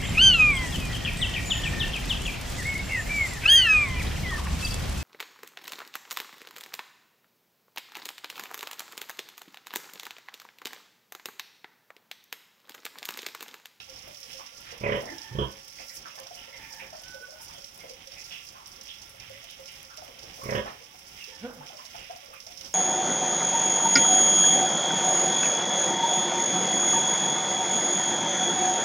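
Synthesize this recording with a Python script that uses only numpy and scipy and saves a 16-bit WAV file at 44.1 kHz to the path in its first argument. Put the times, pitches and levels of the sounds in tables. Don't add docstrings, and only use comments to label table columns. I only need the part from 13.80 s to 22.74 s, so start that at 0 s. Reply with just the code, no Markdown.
import sys
import numpy as np
from scipy import signal
from scipy.fft import rfft, irfft, next_fast_len
from scipy.io import wavfile
from scipy.ndimage import uniform_filter1d

SR = 44100
rng = np.random.default_rng(int(sys.argv[2]) if len(sys.argv) > 2 else 0)


def inscribe(sig):
    pcm = np.round(np.clip(np.atleast_2d(sig).T, -1, 1) * 32767)
    wavfile.write(sys.argv[1], SR, pcm.astype(np.int16))


N = 394254
T = np.arange(N) / SR

# frequency in Hz, gain in dB.
SPRAY_COLOUR = [(1500, -20.5), (3500, 0.5), (5000, 5), (8000, 0), (12000, -3.5), (16000, 6.5)]
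# frequency in Hz, gain in dB.
PATTER_COLOUR = [(2500, -26), (4500, 10), (5600, 6), (7000, 2.5), (9000, -4.5), (16000, -10.5)]
# frequency in Hz, gain in dB.
SPLASH_COLOUR = [(900, -16), (1700, -7), (2150, 0), (3200, -1), (4000, -12.5), (7000, -30)]
# crest in seconds, rise in dB.
SURGES = [(0.48, 5.5), (1.35, 4), (2.08, 6), (2.92, 5), (3.72, 4), (4.58, 5.5), (5.25, 1.5), (5.97, 2.5),
          (6.68, 9.5), (7.4, 5), (8.08, 5), (8.849, 5)]
# time in seconds, relative level in dB.
SPLASH_LEVEL = [(0, -59), (0.1, -53), (0.55, -49), (0.72, -51), (1.5, -49), (1.75, -54.5), (2.65, -48.5),
                (2.85, -50.5), (3.2, -53.5), (4.45, -51), (4.8, -54.5), (5.35, -52), (5.55, -47),
                (5.85, -53), (6.55, -50), (7.08, -52.5), (7.45, -48), (7.75, -50.5), (8.22, -47),
                (8.5, -54)]
# frequency in Hz, gain in dB.
SHED_COLOUR = [(15, -8), (45, 6.5), (130, 3.5), (250, 0), (420, -3.5), (550, -11.5), (760, 1.5),
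               (1050, -4.5), (1700, -7.5), (3500, -7.5), (9000, -54)]
# frequency in Hz, width in Hz, middle level in dB.
SHED_RINGS = [(545, 36, -68), (871, 26, -73.5), (1147, 48, -72.5), (1380, 40, -69), (2114, 96, -72.5)]
# start in seconds, relative level in dB, centre in Hz,
# nominal length in seconds, width as a share of the centre.
SMACKS = [(0, -51, 3000, 0.017, 0.54), (.48, -60, 2900, .14, .45), (.585, -54.5, 1000, 0.049, 0.55),
          (.845, -54.5, 2220, 0.11, 0.92), (1.22, -48, 580, 0.1, 1), (1.276, -45.5, 1925, .026, 0.11),
          (1.305, -54.5, 303, 0.062, 0.31), (1.98, -56.5, 2330, 0.055, 0.35),
          (2.095, -60, 2040, 0.06, 0.34), (2.25, -52.5, 1340, 0.044, 0.55), (2.3, -55.5, 2680, 0.018, .15),
          (2.57, -56, 2970, 0.05, 0.087), (2.72, -57.5, 2090, 0.096, 0.11), (2.81, -57.5, 2330, 0.13, 0.23),
          (2.994, -49.5, 2280, .05, 0.31), (3.745, -58, 3230, 0.034, .1), (4.0, -59.5, 2160, .06, 0.16),
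          (4.36, -57.5, 2380, .07, 0.22), (4.505, -51, 2780, 0.11, 0.41), (4.74, -59, 1060, 0.13, 0.56),
          (5.075, -54, 3150, 0.076, 0.27), (5.4, -57, 2400, 0.037, 0.27), (5.53, -60, 2070, 0.06, 0.17),
          (5.68, -58, 3140, 0.064, 0.34), (5.876, -55, 2800, .049, 0.32), (6.09, -60, 1370, 0.11, 0.21),
          (6.605, -54, 1110, 0.072, 0.2), (6.85, -48.5, 780, 0.061, 1), (6.853, -54, 1900, 0.087, 1),
          (7.401, -49.5, 2720, 0.042, 0.12), (8.168, -58, 2620, 0.17, 0.42),
          (8.527, -54.5, 1230, 0.027, 0.33), (8.535, -58.5, 2380, .07, 0.27)]
RUMBLES = [(3.0, -52.5, 150, 0.082, .7), (5.25, -58, 104, 0.32, 0.43), (5.42, -53.5, 101, 0.16, 0.43),
           (8.775, -51, 92, 0.055, 0.58)]
# start in seconds, end in seconds.
BOUTS = [(0.06, 1.02), (2.35, 3.7), (6.0, 7.1), (7.45, 8.8)]
# time in seconds, relative level in dB, mouth note in Hz at mid-glide,
# whole glide in octaves, squelch in dB against the note.
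GULPS = [(.09, -47.5, 529, 0.028, -22), (.275, -42, 606, -0.33, -10), (.541, -42.5, 540, 0.014, -12),
         (.92, -42, 470, 0.18, 7), (1.995, -43, 575, -0.43, 5), (2.377, -39, 810, -0.26, 7),
         (2.398, -41, 545, 0.01, -11), (2.462, -44, 710, 0.27, 0), (2.51, -39, 700, 0.22, -10),
         (2.679, -43.5, 547, -0.13, -3), (2.745, -48.5, 547, 0.31, -14), (3.021, -42, 541, 0, 1),
         (3.130, -37.5, 644, 0.33, -3), (3.345, -38.5, 552, 0.088, -22), (3.41, -47.5, 470, 0.26, -10),
         (3.487, -43.5, 568, 0.19, -14), (3.525, -43, 628, -0.067, -6), (3.6, -45, 903, 0.021, -12),
         (3.69, -46.5, 908, -0.0056, -5), (3.775, -42.5, 556, -0.02, -22), (4.037, -40.5, 514, .3, -5.5),
         (4.102, -42, 502, 0.37, -12), (4.272, -45.5, 550, 0.025, -22), (4.33, -50, 555, -0.13, -12),
         (5.501, -39.5, 540, 0.079, -15), (5.794, -40.5, 539, 0.083, -13), (6.18, -43.5, 610, 0.26, -6),
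         (6.219, -41.5, 635, -0.2, 2), (6.282, -43, 532, -0.55, -2), (6.427, -43.5, 453, 0.33, 3),
         (6.585, -43.5, 540, -0.093, -1), (7.478, -46.5, 456, 0.45, -8), (7.81, -40, 892, 0.13, -8),
         (7.9, -42, 763, 0.34, -5), (7.925, -44, 560, .4, 6), (7.99, -40.5, 988, 0.087, -1),
         (8.145, -39.5, 682, 0.36, -2), (8.3, -32.5, 718, 0.3, -11.5), (8.431, -45, 574, -0.17, -11),
         (8.54, -50.5, 545, 0.016, -13), (8.665, -46.5, 645, 0.073, -4), (8.71, -50, 722, -0.081, -16)]
# start in seconds, relative level in dB.
DROPS = [(0.0966, -38), (.160, -39.5), (0.345, -40), (0.429, -38), (.531, -37), (0.662, -38.5),
         (1.382, -37), (1.723, -42.5), (1.880, -40), (2.280, -42), (2.355, -39), (2.433, -43.5),
         (2.469, -37.5), (3.102, -42), (3.235, -38.5), (3.281, -40), (3.345, -39.5), (3.843, -37),
         (4.110, -42), (4.272, -39), (4.319, -40), (4.460, -40.5), (4.859, -38), (4.961, -42.5),
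         (5.011, -36), (5.184, -44), (5.399, -38), (5.856, -38.5), (6.173, -36), (6.390, -38.5),
         (6.431, -39), (6.707, -32.5), (7.441, -35.5), (7.863, -39), (8.052, -36.5), (8.360, -43.5),
         (8.602, -37), (8.666, -37.5), (8.719, -39), (8.774, -36), (8.810, -33.5), (8.859, -36.5)]
# time in seconds, flap rate in Hz, effort in dB, mouth opening 0-1,
# mouth resonance in Hz, snout buzz in dB.
GRUNTS = [
    [(1.008, 40.1, -11, 0.5, 2340, -22), (1.033, 38.1, -2.5, 1, 2300, -32),
     (1.059, 34.9, -1.5, 0.84, 2120, -28), (1.116, 35.26, -0.5, 0.97, 1860, -1.5),
     (1.144, 47.6, -4.5, 0.6, 1930, 1.5), (1.173, 48.5, -8, .8, 1920, 0)],
    [(1.515, 30, -22, 0, 1700, -10), (1.548, 29.13, -9, 0, 1650, 1), (1.582, 32.93, 1.5, 0.06, 1600, 1.5),
     (1.613, 33.8, 1, 0.06, 1570, 3.5), (1.648, 34.9, -21, .1, 1585, 8)],
    [(6.631, 42, -16, 0.9, 2210, -24), (6.655, 31.82, -8.5, 0.66, 2080, -30),
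     (6.686, 31.98, -4, 0.97, 2020, -28), (6.746, 36.72, -1.5, 0.86, 1680, 1.5),
     (6.773, 52, -3.5, 0.7, 1820, 3.5), (6.798, 52, -11, 0.2, 1900, -11)],
]
# frequency in Hz, gain in dB.
FLAP_AIR = [(100, -8.5), (450, -5.5), (1000, 5.5), (2400, 8.5), (3400, 5.5), (3900, -4.5)]
# frequency in Hz, gain in dB.
FLAP_SLAP = [(25, 5), (60, -1.5), (200, -0.5), (550, 2), (1100, -4.5), (2500, -13)]
# frequency in Hz, width in Hz, gain in dB.
SHUT = [(64, 25, 8.5), (127, 62, 2), (204, 43, 0.5), (377, 113, 4.5), (495, 170, 0), (1037, 130, -2),
        (1280, 140, -19), (1520, 83, -11.5), (2400, 4200, -52)]
# frequency in Hz, width in Hz, gain in dB.
OPEN = [(42, 15, -2.5), (122, 53, 1), (211, 50, -2.5), (416, 170, 0), (545, 203, 5.5), (1010, 195, -4),
        (1540, 560, -16), (2570, 650, -26), (5670, 1200, -35)]
# frequency in Hz, width in Hz, base gain in dB.
SNOUT = (3210, 243, -11.5)
# delay in milliseconds, gain in dB.
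WALLS = [(7.2, -18), (9.3, -14), (15.8, -16.5)]
# time in seconds, middle pitch in Hz, relative level in dB,
# roughness, about 0-1.
SQUEALS = [
    [(1.22, 905, -59, .8), (1.30, 885, -49, 0.7), (1.365, 858, -48.5, 0.47), (1.42, 892, -54, 0.62),
     (1.48, 880, -50, 0.31), (1.54, 890, -53, 0.5), (1.60, 868, -52, .4)],
    [(2.56, 880, -68, 0.48), (2.66, 900, -57, 0.48), (2.73, 925, -62, 0.84), (2.80, 905, -55, 0.59),
     (2.89, 885, -55.5, 0.72), (2.99, 868, -50.5, 0.76), (3.11, 840, -66, 1.1)],
    [(7.50, 875, -70, 0.27), (7.53, 878, -51, 0.5), (7.59, 880, -64, .3), (7.61, 890, -67, .5)],
]
# multiple of the pitch, gain in dB.
SQUEAL_ORDERS = [(1, -2.5), (2, -0.5)]
# time in seconds, middle pitch in Hz, relative level in dB.
WHISTLE = [(3.15, 1480, -72), (3.24, 1497, -59), (3.34, 1504, -44), (3.395, 1494, -52), (3.44, 1490, -40.5),
           (3.50, 1478, -57), (3.55, 1462, -56), (3.64, 1435, -59), (3.68, 1440, -71), (3.73, 1434, -65),
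           (3.85, 1410, -87)]
# time in seconds, middle pitch in Hz, level in dB.
HUM = [(1.508, 112, -48), (1.521, 122, -37), (1.542, 133, -42), (1.556, 140, -34), (1.582, 146, -39)]
# start in seconds, level in dB, length in seconds.
SPITS = [(1.879, -50, .008), (2.126, -48, 0.066), (2.397, -44.5, 0.0085), (3.599, -50, 0.071),
         (5.707, -49.5, .008), (6.028, -47, .005), (6.167, -49, 0.0072), (6.637, -47, .007)]
# time in seconds, middle pitch in Hz, level in dB,
# air in dB against the tone's scale.
YOUNG = [(7.608, 158.5, -61, -18), (7.63, 216.3, -38.5, -30), (7.648, 240.5, -27, -32),
         (7.668, 257.3, -32.5, -22), (7.70, 250, -44.5, -1.5), (7.75, 216, -60.5, 4.5),
         (7.80, 150, -49, -8), (7.86, 134, -64, 13)]
# frequency in Hz, width in Hz, gain in dB.
YOUNG_THROAT = [(150, 124, 5), (245, 86, -6), (512, 100, -3), (734, 100, -14), (1000, 130, -20),
                (1480, 170, -13), (1900, 900, -33)]
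# frequency in Hz, left gain in dB, right gain in dB.
PORTS = [(60, -2, 0.5), (250, -3.5, 0.5), (650, 1, -0.6), (1300, -4, 1.5), (2400, -6.5, 1.5),
         (3440, -4, 4.5), (4437, -4, 3), (5414, 2.5, 18.5), (6830, 0.5, 7.5), (7840, 3.5, -2),
         (8700, 4.5, 2), (9900, 7.5, 2), (12500, 5.5, 3.5), (14500, -2.5, 1.5)]

SPRAY_DB, SURGE_S = -54.5, 0.14
GULP_HZ, GULP_T60_S = 540, 0.069
GULP_DAMPING = 0.65
GULP_GLIDE_S = 0.017
CHEWS_PER_S = 6
SNOUT_SAG_HZ, SNOUT_DAMPING = 130, 2.6
TOP_HZ = 15800


def undb(db):
    return 10 ** (np.asarray(db) / 20)


def unit(x):
    return x / np.sqrt(np.mean(x ** 2) + 1e-20)


def add(out, s, x):
    i = max(int(s * SR), 0)
    out[i:i + len(x)] += x[:len(out) - i]


def curves(rows):
    s, *columns = np.transpose(rows)
    return [np.interp(T, s, c) for c in columns]


def gate(rows):
    is_open = 1. * ((T > rows[0][0]) & (T < rows[-1][0]))
    return uniform_filter1d(is_open, size=400)


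def walk(rate):
    rate = np.clip(rate, .1, 2000)
    return 1.2 * np.interp(T * rate, np.arange(18000), rng.standard_normal(18000))


def shape(x, gain):
    n = next_fast_len(x.shape[-1] // 2 + 1, True) * 2
    cepstrum = irfft(np.log(gain(np.arange(n // 2 + 1) * SR / n) + 1e-5))
    cepstrum[1:n // 2] *= 2
    cepstrum[n // 2 + 1:] = 0
    return irfft(rfft(x, n) * np.exp(rfft(cepstrum)))[..., :x.shape[-1]]


def colour(x, points):
    hz, db = np.transpose(points)
    return shape(x, lambda f: undb(np.interp(np.log(f + 1), np.log(hz), db)))


def resonances(f, modes):
    peaks = (undb(db) / (1 + (2 * (f - hz) / width) ** 2) for hz, width, db in modes)
    return np.sqrt(sum(peak ** 2 for peak in peaks))


def diffuse(n, apart_hz=800):
    alike = np.sinc(np.fft.rfftfreq(n, 1 / SR) / apart_hz)
    balance = np.sqrt([(1 + alike) / 2, (1 - alike) / 2])
    mid, side = irfft(rfft(rng.standard_normal((2, n))) * balance, n)
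    return np.array([mid + side, mid - side])


def pen(x, lag_ms, wet_db, t60, build_s=0.0052):
    t = T[:SR]
    response = diffuse(SR) * undb(-60 * t / t60) * np.clip(t / build_s, 0, 1)
    response = colour(response, [(50, -9.5), (250, -0.5)])
    response *= undb(wet_db) / np.sqrt(np.sum(response ** 2) / 2)
    for channel, lag in enumerate([-lag_ms, lag_ms]):
        response[channel, int(max(lag, 0) * SR / 1000)] += 1
    return signal.fftconvolve(x[None], response)[:, :N]


def spread(source, lag_ms=.5, shared=0.19):
    common, left, right = source(), source(), source()
    direct = np.array([common, np.roll(common, int(lag_ms * SR / 1000))])
    return np.sqrt(shared) * direct + np.sqrt(1 - shared) * np.array([left, right])


def crackle(n, rate, spread_db):
    place, size = rng.random(n), np.minimum(rng.exponential(size=n), 4)
    return unit((place < rate / SR) * undb(spread_db * size) * rng.standard_normal(n))


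def scatter(count, level_db, spread_db):
    return [((k + late) * T[-1] / count, level_db + spread_db * (2 * size - 1), share)
            for k, (late, size, share) in enumerate(rng.random((count, 3)))]


def flow():
    return SPRAY_DB + sum(rise_db * np.exp(-((T - s) / SURGE_S) ** 2) for s, rise_db in SURGES)


def water(spray_db=-4, splash_db=-3, patter_rate=70, patter_s=0.014, patter_db=-9, flicker_db=1.0, slosh_db=2):
    low_db, = curves(SPLASH_LEVEL)
    spray = unit(colour(spread(lambda: crackle(N, 12000, 1.7)), SPRAY_COLOUR))
    spray = spray * undb(spray_db + flicker_db * walk(25))
    clicks = np.abs(crackle(N, patter_rate, 0.72))
    splats = unit(signal.lfilter([1], [1, -np.exp(-1 / (patter_s * SR))], clicks))
    patter = spread(lambda: rng.standard_normal(N)) * splats
    patter = unit(colour(patter, PATTER_COLOUR)) * undb(patter_db)
    splashing = unit(colour(spread(lambda: crackle(N, 3000, 1.8)), SPLASH_COLOUR))
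    splashing = splashing * undb(low_db + splash_db + slosh_db * walk(18))
    return (spray + patter) * undb(flow()) + splashing


def shed(level_db=-57, stir_db=3.0, ring_stir_db=3):
    out = unit(colour(diffuse(N), SHED_COLOUR)) * undb(level_db + stir_db * walk(14))
    air = diffuse(N)
    for hz, width, db in SHED_RINGS:
        ring = unit(shape(air, lambda f: resonances(f, [(hz, width, 0)])))
        out += ring * undb(db + ring_stir_db * walk(9))
    return out


def swells(rows, level_db, fizz_db):
    out, t = np.zeros(N), T[:16384]
    for s, db, hz, length, width in rows:
        modes = [(hz, width * hz, 0), (3000, 4000, fizz_db)]
        clicks = unit(shape(crackle(len(t), 3500, 2.9), lambda f: resonances(f, modes)))
        age = t / (0.18 * length)
        swell = (age * np.exp(1 - age)) ** 0.48
        add(out, s, undb(db + level_db) * clicks * swell)
    return out


def chews(level_db=-53, spread_db=3, low_hz=500, rise_hz=350, idle_db=-52, count=24):
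    beats = np.concatenate([np.arange(start, end, 1 / CHEWS_PER_S) for start, end in BOUTS])
    late, size, wide = rng.random((len(beats), 3)).T
    times = beats + late / (2 * CHEWS_PER_S)
    busy = zip(times, level_db + spread_db * (2 * size - 1), low_hz + rise_hz * wide ** 2)
    idle = [(s, db, low_hz + rise_hz * share ** 2) for s, db, share in scatter(count, idle_db, spread_db)]
    return list(busy) + idle


def gulps(level_db=-4.5, rise_s=0.01101, wet_width=0.49, upper_db=-10, waver=0.023):
    out, t = np.zeros(N), T[:8192]
    faint = [(s, db, hz, 0.264 * rng.standard_normal(), -6) for s, db, hz in chews()]
    for s, db, hz, glide, wet_db in list(GULPS) + faint:
        wobble = np.interp(t, t[::256], rng.standard_normal(32))
        pitch = hz * 2 ** (glide * (.5 - np.exp(-t / GULP_GLIDE_S))) * (1 + waver * wobble)
        note = np.sin(2 * np.pi * np.cumsum(pitch) / SR)
        modes = [(hz * 1.116, wet_width * hz, 0), (hz * 2.0, 500, upper_db)]
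        squelch = unit(shape(rng.standard_normal(len(t)), lambda f: resonances(f, modes)))
        t60 = max(GULP_T60_S * (GULP_HZ / hz) ** GULP_DAMPING, .02)
        swell = (1 - np.exp(-t / rise_s)) ** 2 * undb(-60 * t / t60)
        gulp = unit(note + undb(wet_db) * squelch) * swell / swell.max()
        add(out, s - rise_s / 2, undb(db + level_db) * gulp)
    return out


def drops(level_db=1, decay_s=0.0087, tail_db=-18, tail_s=0.2, rebound_db=-13, rebound_s=.08):
    out, t = np.zeros(N), T[:8192]
    large = [(s, db, -17) for s, db in DROPS]
    small = [(s, db, -17) for s, db, _ in scatter(16, level_db=-48, spread_db=3)]
    tiny = [(s, db, 5) for s, db, _ in scatter(16, level_db=-52, spread_db=3)]
    for s, db, bright_db in large + small + tiny:
        landings = rebound_s * rng.random(size=3)
        droplets = sum(np.exp(-np.abs(t - late) / decay_s) * (t > late) for late in landings)
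        tail = undb(tail_db) * np.exp(-t / tail_s)
        envelope = np.sqrt(np.exp(-2 * t / decay_s) + (undb(rebound_db) * droplets) ** 2 + tail ** 2)
        slap = rng.standard_normal(len(t)) * envelope
        points = [(1200, -23), (3000, -2), (5500, -3.0), (8500, bright_db), (15000, bright_db)]
        add(out, s, undb(db + level_db) * colour(slap, points))
    return out


def flap(effort_db, opening, mouth_hz, snout_db):
    air_db, air_s, slap_s = 2, 0.0063, 0.004624
    push_db, dulling = -30, 0.25
    t = T[:4096]
    air = crackle(len(t), 9000, 2.2) * (t / air_s) ** 1.47 * np.exp(-t / air_s)
    source = colour(air * undb(air_db) / np.sqrt(np.sum(air ** 2)), FLAP_AIR)
    add(source, slap_s, colour(1. * (t == 0), FLAP_SLAP))
    source = colour(source, [(130, 0), (400, 3.5 + dulling * effort_db / 3), (1200, dulling * effort_db)])
    push = np.sin(np.pi * np.minimum(t / slap_s, 1)) ** 2
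    add(source, 0, -undb(push_db - 0.13 * effort_db) * push)

    opening = np.clip(opening, 0, 1)
    mouth = OPEN + [(mouth_hz, 500, -5.0)]
    hz, width, db = SNOUT
    snout = [(hz - SNOUT_SAG_HZ * opening, width * (1 + SNOUT_DAMPING * opening), db + snout_db - 4 * opening)]
    stretch = 1 + .012 * rng.standard_normal()

    def tract(f):
        throat = (1 - opening) * resonances(f * stretch, SHUT) + opening * resonances(f * stretch, mouth)
        return throat + resonances(f, snout)

    return shape(source, tract)


def resting_pig(level_db=10.3):
    out = np.zeros(N)
    for rows in GRUNTS:
        times, *columns = np.transpose(rows)
        s = times[0]
        while s <= times[-1]:
            rate, effort_db, opening, mouth_hz, snout_db = (np.interp(s, times, c) for c in columns)
            add(out, s, undb(level_db + effort_db) * flap(effort_db, opening, mouth_hz, snout_db))
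            s += 1 / max(rate, 10)
    return out


def walls(x):
    return x + sum(undb(db) * np.interp(T - ms / 1000, T, x, left=0) for ms, db in WALLS)


def far_cries(waver=0.0725, whistle_waver=0.007, flutter_db=3):
    out = np.zeros(N)
    for rows in SQUEALS:
        hz, db, rough = curves(rows)
        phase = 2 * np.pi * np.cumsum(hz * (1 + waver * rough * walk(400))) / SR
        squeal = sum(undb(k_db) * np.sin(k * phase) for k, k_db in SQUEAL_ORDERS)
        out += squeal * undb(db) * gate(rows)
    hz, db = curves(WHISTLE)
    phase = 2 * np.pi * np.cumsum(hz * (1 + whistle_waver * walk(150))) / SR
    out += np.sin(phase) * undb(db) * gate(WHISTLE)
    return out * undb(flutter_db * walk(40))


def hum(jitter=0.031, third_db=-15):
    hz, db = curves(HUM)
    phase = 2 * np.pi * np.cumsum(hz * (1 + jitter * walk(150))) / SR
    return (np.sin(phase) + undb(third_db) * np.sin(3 * phase)) * undb(db) * gate(HUM)


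def spits():
    out, t = np.zeros(N), T[:4096]
    for s, db, length in SPITS:
        points = [(3000, -19), (6000, -8.0), (8000, -3.0), (15000, -5)]
        spit = unit(colour(rng.standard_normal(len(t)), points))
        add(out, s, undb(db) * spit * np.sin(np.pi * np.minimum(t / length, 1)))
    return out


def young_pig(jitter=0.0223):
    hz, db, air_db = curves(YOUNG)
    hz = hz * (1 + jitter * walk(200))
    phase = 2 * np.pi * np.cumsum(hz) / SR
    on = gate(YOUNG) > 1e-6
    tone = np.zeros(N)
    tone[on] = sum(resonances(k * hz[on], YOUNG_THROAT) * np.cos(k * phase[on]) for k in range(1, 10))
    air = unit(colour(rng.standard_normal(N), [(200, 4), (700, 12.0), (1600, 10.0), (3000, -39)]))
    return (tone + undb(air_db) * air) * undb(db) * gate(YOUNG)


def scene():
    mouths = swells(SMACKS, level_db=7.5, fizz_db=-30.0) + gulps()
    rumbles = swells(RUMBLES, level_db=-3.5, fizz_db=-57)
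    feeding = pen(mouths + rumbles, lag_ms=0.46, wet_db=1.0, t60=0.24)
    head_right_db = 1.34
    near = pen(walls(resting_pig()) + hum(), lag_ms=-0.38, wet_db=-1.5, t60=0.27, build_s=0.015)
    near = near * undb([[-head_right_db], [head_right_db]])
    far = pen(far_cries(), lag_ms=0.14, wet_db=-1.5, t60=1.0)
    young = pen(young_pig(), lag_ms=-.1, wet_db=-7.5, t60=0.72)
    wet_floor = water() + spread(drops) + spread(spits)
    return wet_floor + shed() + feeding + near + far + young


def record(dry):
    hz, left, right = np.transpose(PORTS)
    heard = np.array([colour(x, np.transpose([hz, db])) for x, db in zip(dry, (left, right))])
    top_cut = signal.ellip(10, .1, 60, TOP_HZ, fs=SR, output="sos")
    return signal.sosfiltfilt(top_cut, heard)


dry = scene()
out = record(dry)
inscribe(out)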